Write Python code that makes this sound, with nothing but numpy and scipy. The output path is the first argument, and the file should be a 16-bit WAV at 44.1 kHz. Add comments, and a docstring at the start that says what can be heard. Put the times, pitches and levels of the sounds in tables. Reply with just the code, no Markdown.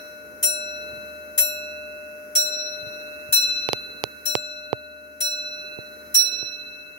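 """In a small room with a low hum, a longcase clock strikes the hour on its bell, about every 0.95 s.
Each hammer blow excites the bell's normal modes: the high ones flash and die, the low ones ring on
until the next blow, and close pairs of them beat. A hand-held camera moves through the room's
standing waves, and fingers knock on its resonant body, mostly beside the right microphone."""
import sys
import numpy as np
from scipy import signal
from scipy.fft import rfft, irfft, next_fast_len
from scipy.io import wavfile
from scipy.ndimage import map_coordinates

SR = 44100
rng = np.random.default_rng(int(sys.argv[2]) if len(sys.argv) > 2 else 0)


def dump(signal):
    """Clip the signal to [-1, 1] and save it as 16-bit WAV at the path in sys.argv[1]."""
    limited = np.clip(np.atleast_2d(signal).T, -1, 1)
    pcm = np.round(limited * 32767).astype(np.int16)
    wavfile.write(sys.argv[1], SR, pcm)


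N = 307814
BAND_LIMIT_HZ = 15900

# The bell's long partials, each with a twin mode: (frequency [Hz], t60 [s], twin's offset [Hz],
# phase lead at the left microphone [rad], twin's phase lead [rad])
PARTIALS = [(604.6, 13, .4, .6, .6), (1468.7, 6.3, 10.6, -2.45, 1.4), (2626.8, 3.4, 1.0, 1.6, 1.6),
            (4029.2, 1.75, -14.9, .9, -.3), (5633.5, .87, 3, -1.7, -1.7)]
# Hammer blows: (time [s], five partial levels [dB], their left minus right [dB], flash level [dB],
# its left minus right [dB], t60 stretch of the upper three partials [ratio], second's twin level [dB])
BLOWS = [(-.53, (-42.5, -38.5, -39.5, -29.5, -18), (1, 8, -1, 3, -9), -26, 6, 0.89, -22),
         (.427, (-38.5, -36, -35.5, -31, -26.5), (0.5, 1.5, 6, 0, 3.5), -20, 0.5, 1.02, -34),
         (1.377, (-38, -41, -31.5, -32.5, -28.5), (1, 12.5, -4.5, 1, -2.5), -18, 2.5, .85, -23),
         (2.351, (-38, -36, -32, -29.5, -21.5), (1.5, 4.5, -8.5, 9.5, -11), -22, 3.5, 1.125, -21),
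         (3.324, (-50, -37, -30.5, -18, -19), (2, -3, -7.5, 3.5, -5), -20, 4.5, 0.8, -13.5),
         (4.254, (-44, -39.5, -37, -28.5, -28.5), (2, 6, -1.5, 2.5, 12.5), -30.5, 9, 0.81, -19.5),
         (5.204, (-44, -37.5, -36, -27.5, -25.5), (5, -2.5, 5, -2.5, 0), -29.5, 9, 1.015, -13),
         (6.142, (-51.5, -41.5, -30, -25.5, -19), (5.5, -3.5, -0.5, -11.5, -17.5), -21.5, 3, 0.86, -9.5)]
def bell_ring(swell_s=0.0067, handover_s=0.008, twin_scatter_db=3, beat_scatter_rad=0.4):
    """Beating: each long partial interferes with its twin mode at their difference frequency."""
    t = np.arange(SR + SR // 8) / SR
    rings = np.zeros((len(PARTIALS), 2, N))
    echo_depths = (0.3, 0.5, 0.6, 0.6, 0.6)
    gaps = np.append(np.diff([blow[0] for blow in BLOWS]), 2)
    for (onset, levels, sides, *_, sustain, warble_db), gap in zip(BLOWS, gaps):
        # the stronger the twin, the deeper the beat
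        twins_db = rng.normal([-26, warble_db, -26, -5, -8], twin_scatter_db, (2, 5)).T[..., None]
        stretches = (1, 1, sustain, sustain, sustain)
        swell = (1 - np.exp(-t / swell_s)) ** 2  # the ring builds up in the case
        handover = np.exp(-np.maximum(t - gap, 0) / handover_s)  # and gives way to the next blow
        for k, (hz, t60, split_hz, lead, twin_lead) in enumerate(PARTIALS):
            # the twin radiates another way, so the microphones hear the beat out of step
            beat_phase = beat_scatter_rad * rng.standard_normal((2, 1)) + [[twin_lead - lead], [0]]
            twin = amp(twins_db[k]) * np.exp(1j * (2 * np.pi * split_hz * t + beat_phase))
            beating = (1 + twin) / np.sqrt((1 + amp(2 * twins_db[k])) / 2)
            tone = np.exp(2j * np.pi * (hz * t + rng.random())) * np.exp([[1j * lead], [0]])
            heard = (tone * beating * echo_buildup(t, along(ROOM_DECAY, hz), echo_depths[k])).real
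            envelope = swell * handover * amp(levels[k] - 60 * t / (t60 * stretches[k]))
            add(rings[k], onset, envelope * pan(sides[k]) * heard)
    return (rings * standing_waves()).sum(axis=0)


# The bell's short, bright modes: (frequency [Hz], relative level [dB], t60 [s])
BRIGHT_MODES = [(5776, -19, .4), (7450, -6, .5), (7467, -4, .5), (8316, -11, .19), (9506, 2, .19),
                (9632, -2, .3), (9692, 0, .3), (9922, -6, .28), (10641, -11, .2), (10835, -13, .18),
                (11250, -1, .22), (11376, -8, .19), (11730, 0, .38), (12589, -11, .23), (12796, -5, .17),
                (13234, -3, .18), (13989, -3, .2), (14141, 5, .2), (14199, -2, .2), (15365, -5, .17),
                (15627, 2, .22)]
# Spectrum of the hammer's clank and crack: (frequency [Hz], relative spectral density [dB])
CLANK_SPECTRUM = [(200, -44), (900, -1.5), (1500, 13), (3000, 13.5), (4800, 12), (6200, 24), (7200, 20),
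                  (7900, 3), (8800, 10), (9600, 23.5), (12000, 18), (15500, -65), (16500, -26)]
def bell_flash(attack_s=0.0031, clank_db=-3, clank_t60=0.17, clank_modes=80,
               crack_db=-5, crack_t60=0.06, rebound_s=0.011, rebound_db=-3, scatter_db=1.5):
    """Impact excitation: the hammer cracks on the rim, ringing its linkage and the bell's high modes."""
    out = np.zeros((2, N))
    t = np.arange(SR) / SR
    rise = 1 - np.exp(-t / attack_s)
    # the springy hammer touches the rim a second time
    rebound = (t > rebound_s) * amp(rebound_db - 60 * (t - rebound_s) / crack_t60)
    contacts = amp(-60 * t / crack_t60) + rebound
    clank_hz = np.linspace(CLANK_SPECTRUM[1][0], BAND_LIMIT_HZ, clank_modes)[:, None]
    clank_hz += 50 * rng.standard_normal((clank_modes, 1))
    linkage = amp(along(CLANK_SPECTRUM, clank_hz)) * np.exp(2j * np.pi * clank_hz * t[:SR // 4])
    for onset, _, _, flash_db, side_db, *_ in BLOWS:
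        ring = np.zeros((2, SR))
        for hz, db, t60 in BRIGHT_MODES:
            decay = amp(db + scatter_db * rng.standard_normal() - 60 * t / t60)
            ring += decay * np.sin(2 * np.pi * (hz * t + rng.random((2, 1))))
        ring = reverberate(rise * ring, wet_db=-1.5)
        ring /= np.sqrt(np.mean(ring[:, :SR // 9] ** 2))
        # each blow excites the linkage's modes at new strengths
        clank = unit((complex_noise(clank_modes) @ linkage).real)
        clank = np.pad(clank, ((0, 0), (0, SR - SR // 4))) * amp(clank_db - 60 * t / clank_t60)
        crack = amp(crack_db) * contacts * noise(CLANK_SPECTRUM, SR)
        add(out, onset, amp(flash_db) * pan(side_db) * (ring + rise * (clank + crack)))
    return out


# Finger knocks: (time [s], relative level [dB], contact cutoff [Hz], left channel's gain [dB])
KNOCKS = [(0.929, -26.5, 131, 11.5), (0.975, -27.5, 132, 11), (2.829, -29.5, 127, 15.5),
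          (2.867, -9.5, 130, -21), (3.289, -16, 150, -3.5), (3.6889, -5, 3070, -39),
          (3.7322, -4.5, 5700, -23), (4.039, -5.5, 5150, -40), (4.353, -1.5, 3420, -45),
          (4.73, -0.5, 1320, -51), (5.7875, -9.5, 316, -41), (6.4273, -14, 360, -29)]
# Modes of the camera's body: (frequency [Hz], bandwidth [Hz], relative level [dB], first swing [sign])
BODY_MODES = [(56, 37, -17, 0), (118, 40, -3, -3.5), (431, 172, 1.5, 4), (875, 540, -5, -1),
              (2710, 800, -11.5, -1), (4250, 1730, -10, -1), (11070, 1800, -9.5, -1.5)]
def finger_knocks(gain_db=29):
    """Impulse response: a fingertip's push rings the camera's damped body; a softer touch is duller."""
    def body(f):
        return sum(np.sign(swing) * amp(db) * 1j * f * width / (hz ** 2 - f ** 2 + 1j * f * width)
                   for hz, width, db, swing in BODY_MODES)

    out = np.zeros((2, N))
    push = signal.unit_impulse(SR // 8)
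    for onset, db, cutoff_hz, left_db in KNOCKS:
        contact = lambda f: 1 / (1 + 1j * np.sqrt(2) * f / cutoff_hz - (f / cutoff_hz) ** 2)
        knock = filtered(push, lambda f: body(f) * contact(f))
        add(out, onset, amp(db + gain_db) * amp([[left_db], [0]]) * knock)
    return out


# Passages through nodes of the third partial: (time [s], left dip [dB], right dip [dB])
NODES = [(.97, -1, 6), (2.2, 11, -2.5), (2.58, -2, 23.5), (5.75, 10, -11), (6.08, 1, 7.5), (6.79, -3.5, 9)]
def standing_waves(sway_db_per_khz=0.4252, sway_per_s=2.43, node_half_width_s=0.17):
    """Standing waves: each partial's gain varies as the microphones sway, most for short wavelengths."""
    t = np.arange(N) / SR
    depths_db = [sway_db_per_khz * hz / 1000 for hz, *_ in PARTIALS]
    gain_db = np.array([[depth * wobble(sway_per_s) for _ in "LR"] for depth in depths_db])
    for time, *dips_db in NODES:
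        nearness = 1 / (1 + ((t - time) / node_half_width_s) ** 2)
        gain_db[2] -= np.outer(dips_db, nearness)
    return amp(gain_db)


def echo_buildup(t, t60, depth):
    """Superposition: as echoes arrive, a tone's complex gain stutters, then settles at 1."""
    echoes = complex_noise(len(t)) * amp(-60 * t / t60)
    still_to_come = np.cumsum(echoes[:, ::-1], axis=1)[:, ::-1]
    return 1 - depth * still_to_come / np.linalg.norm(echoes[0])


# The room's reverberation time: (frequency [Hz], t60 [s])
ROOM_DECAY = [(200, 0.3), (2000, 0.31), (8000, 0.22), (15000, 0.24)]
def reverberate(direct, wet_db):
    """Diffuse reverberation: a decaying noise tail follows the direct sound at each microphone."""
    hz, t, spectra = signal.stft(rng.standard_normal((2, SR // 3)), SR, nperseg=256)
    decay = amp(-60 * t / along(ROOM_DECAY, hz)[:, None])
    tail = signal.istft(spectra * decay, SR, nperseg=256)[1]
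    wet = signal.fftconvolve(direct, tail / np.linalg.norm(tail[0]), axes=1)
    return direct + amp(wet_db) * wet[:, :direct.shape[1]]


# Base level common to rumble and hiss: (time [s], level [dB])
NOISE_LEVEL = [(0.0, -61.5), (0.21, -65), (0.66, -64), (0.91, -62.5), (1.61, -65), (1.94, -65),
               (3.22, -62.5), (3.56, -63), (4.29, -65), (4.43, -68.5), (4.86, -71), (6.24, -62.5),
               (6.67, -67.5), (6.98, -67.5)]
# The room's rumble: (frequency [Hz], relative spectral density [dB])
RUMBLE_SPECTRUM = [(25, -38), (55, -6), (120, -7), (180, -2), (290, 1), (450, 3.5), (700, -9.5),
                   (1200, -16.5), (2500, -52)]
# The microphones' hiss: (frequency [Hz], relative spectral density [dB])
HISS_SPECTRUM = [(500, -33), (1300, 16), (2300, 9), (3200, -7.5), (4500, -2.5), (6000, 8), (7800, -7.5),
                 (10500, 7), (14500, 7), (16000, 9)]
# Base level of the two lower hum lines: (time [s], level [dB])
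HUM_LEVEL = [(0.0, -73), (0.95, -60.5), (2.78, -68.5), (3.62, -63), (5.52, -69), (6.16, -63.5), (6.98, -74)]
# The room's three hum lines: (frequency [Hz])
HUM_HZ = (72, 219, 279)
def room_tone(rumble_db=11, hiss_db=14, width=0.62, waver_db=1.2, waver_per_s=6, drift_rad=0.5):
    """Noise floor: partly coherent room rumble and a wavering hum add to incoherent microphone hiss."""
    t = np.arange(N) / SR
    floor_db = np.interp(t, *np.transpose(NOISE_LEVEL))
    hum_db = np.interp(t, *np.transpose(HUM_LEVEL))
    mid, side = noise(RUMBLE_SPECTRUM, N)
    rumble = unit(np.array([mid + width * side, mid - width * side]))
    rumble *= amp(floor_db + rumble_db + waver_db * wobble(waver_per_s))
    hum = np.zeros(N)
    for hz, db in zip(HUM_HZ, (hum_db + 1, hum_db + 1.5, -61.5)):
        peak = np.sqrt(2) * amp(db + waver_db * wobble(waver_per_s))
        hum += peak * np.sin(2 * np.pi * hz * t + drift_rad * wobble(5.3))
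    hiss = amp(floor_db + hiss_db) * noise(HISS_SPECTRUM, N)
    return rumble + hum + hiss


def amp(db):
    """Decibel law: amplitude grows tenfold every 20 dB."""
    return 10 ** (np.asarray(db) / 20)


def unit(x):
    """Normalisation to rms 1."""
    return x / np.sqrt(np.mean(x ** 2) + 1e-20)


def along(points, hz):
    """Interpolation of (frequency [Hz], value) points on a logarithmic frequency axis."""
    knots_hz, values = np.transpose(points)
    return np.interp(np.log(hz + 1), np.log(knots_hz + 1), values)


def pan(db):
    """Level difference, split evenly into left and right gains."""
    return amp(np.array([[db], [-db]]) / 2)


def wobble(per_s):
    """Slow random modulation: a spline through per_s knots a second."""
    knots = rng.standard_normal(int(N * per_s / SR) + 4)
    return map_coordinates(knots, [np.arange(N) * per_s / SR])


def filtered(x, response):
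    """Linear filtering: the spectrum of x times a complex frequency response."""
    size = x.shape[-1]
    padded = next_fast_len(size + SR // 4)
    return irfft(rfft(x, padded) * response(np.fft.rfftfreq(padded, 1 / SR)), padded)[..., :size]


def noise(spectrum, size):
    """Spectral shaping: coloured noise of rms 1, uncorrelated between the channels."""
    return unit(filtered(rng.standard_normal((2, size)), lambda hz: amp(along(spectrum, hz))))


def complex_noise(size):
    """Gaussian phasors: random amplitudes and phases for two channels."""
    return rng.standard_normal((2, size)) + 1j * rng.standard_normal((2, size))


def add(track, onset_s, sound):
    """Superposition of a sound on the track from its onset."""
    start = round(onset_s * SR)
    part = sound[:, max(-start, 0):max(N - start, 0)]
    track[:, max(start, 0):][:, :part.shape[1]] += part


def scene():
    """Superposition: the pressures of bell, knocks and background add."""
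    return bell_ring() + bell_flash() + finger_knocks() + room_tone()


# Response of the duller right microphone: (frequency [Hz], gain [dB])
RIGHT_RESPONSE = [(11500, 0.5), (13000, -10), (14200, -5.5), (15600, -41)]
def record(dry):
    """Transduction: the right microphone loses treble; both channels saturate and are band-limited."""
    picked_up = filtered(dry, lambda hz: amp([0 * hz, along(RIGHT_RESPONSE, hz)]))
    return filtered(np.clip(picked_up, -1, 1), lambda hz: hz < BAND_LIMIT_HZ)


dry = scene()
out = record(dry)
dump(out)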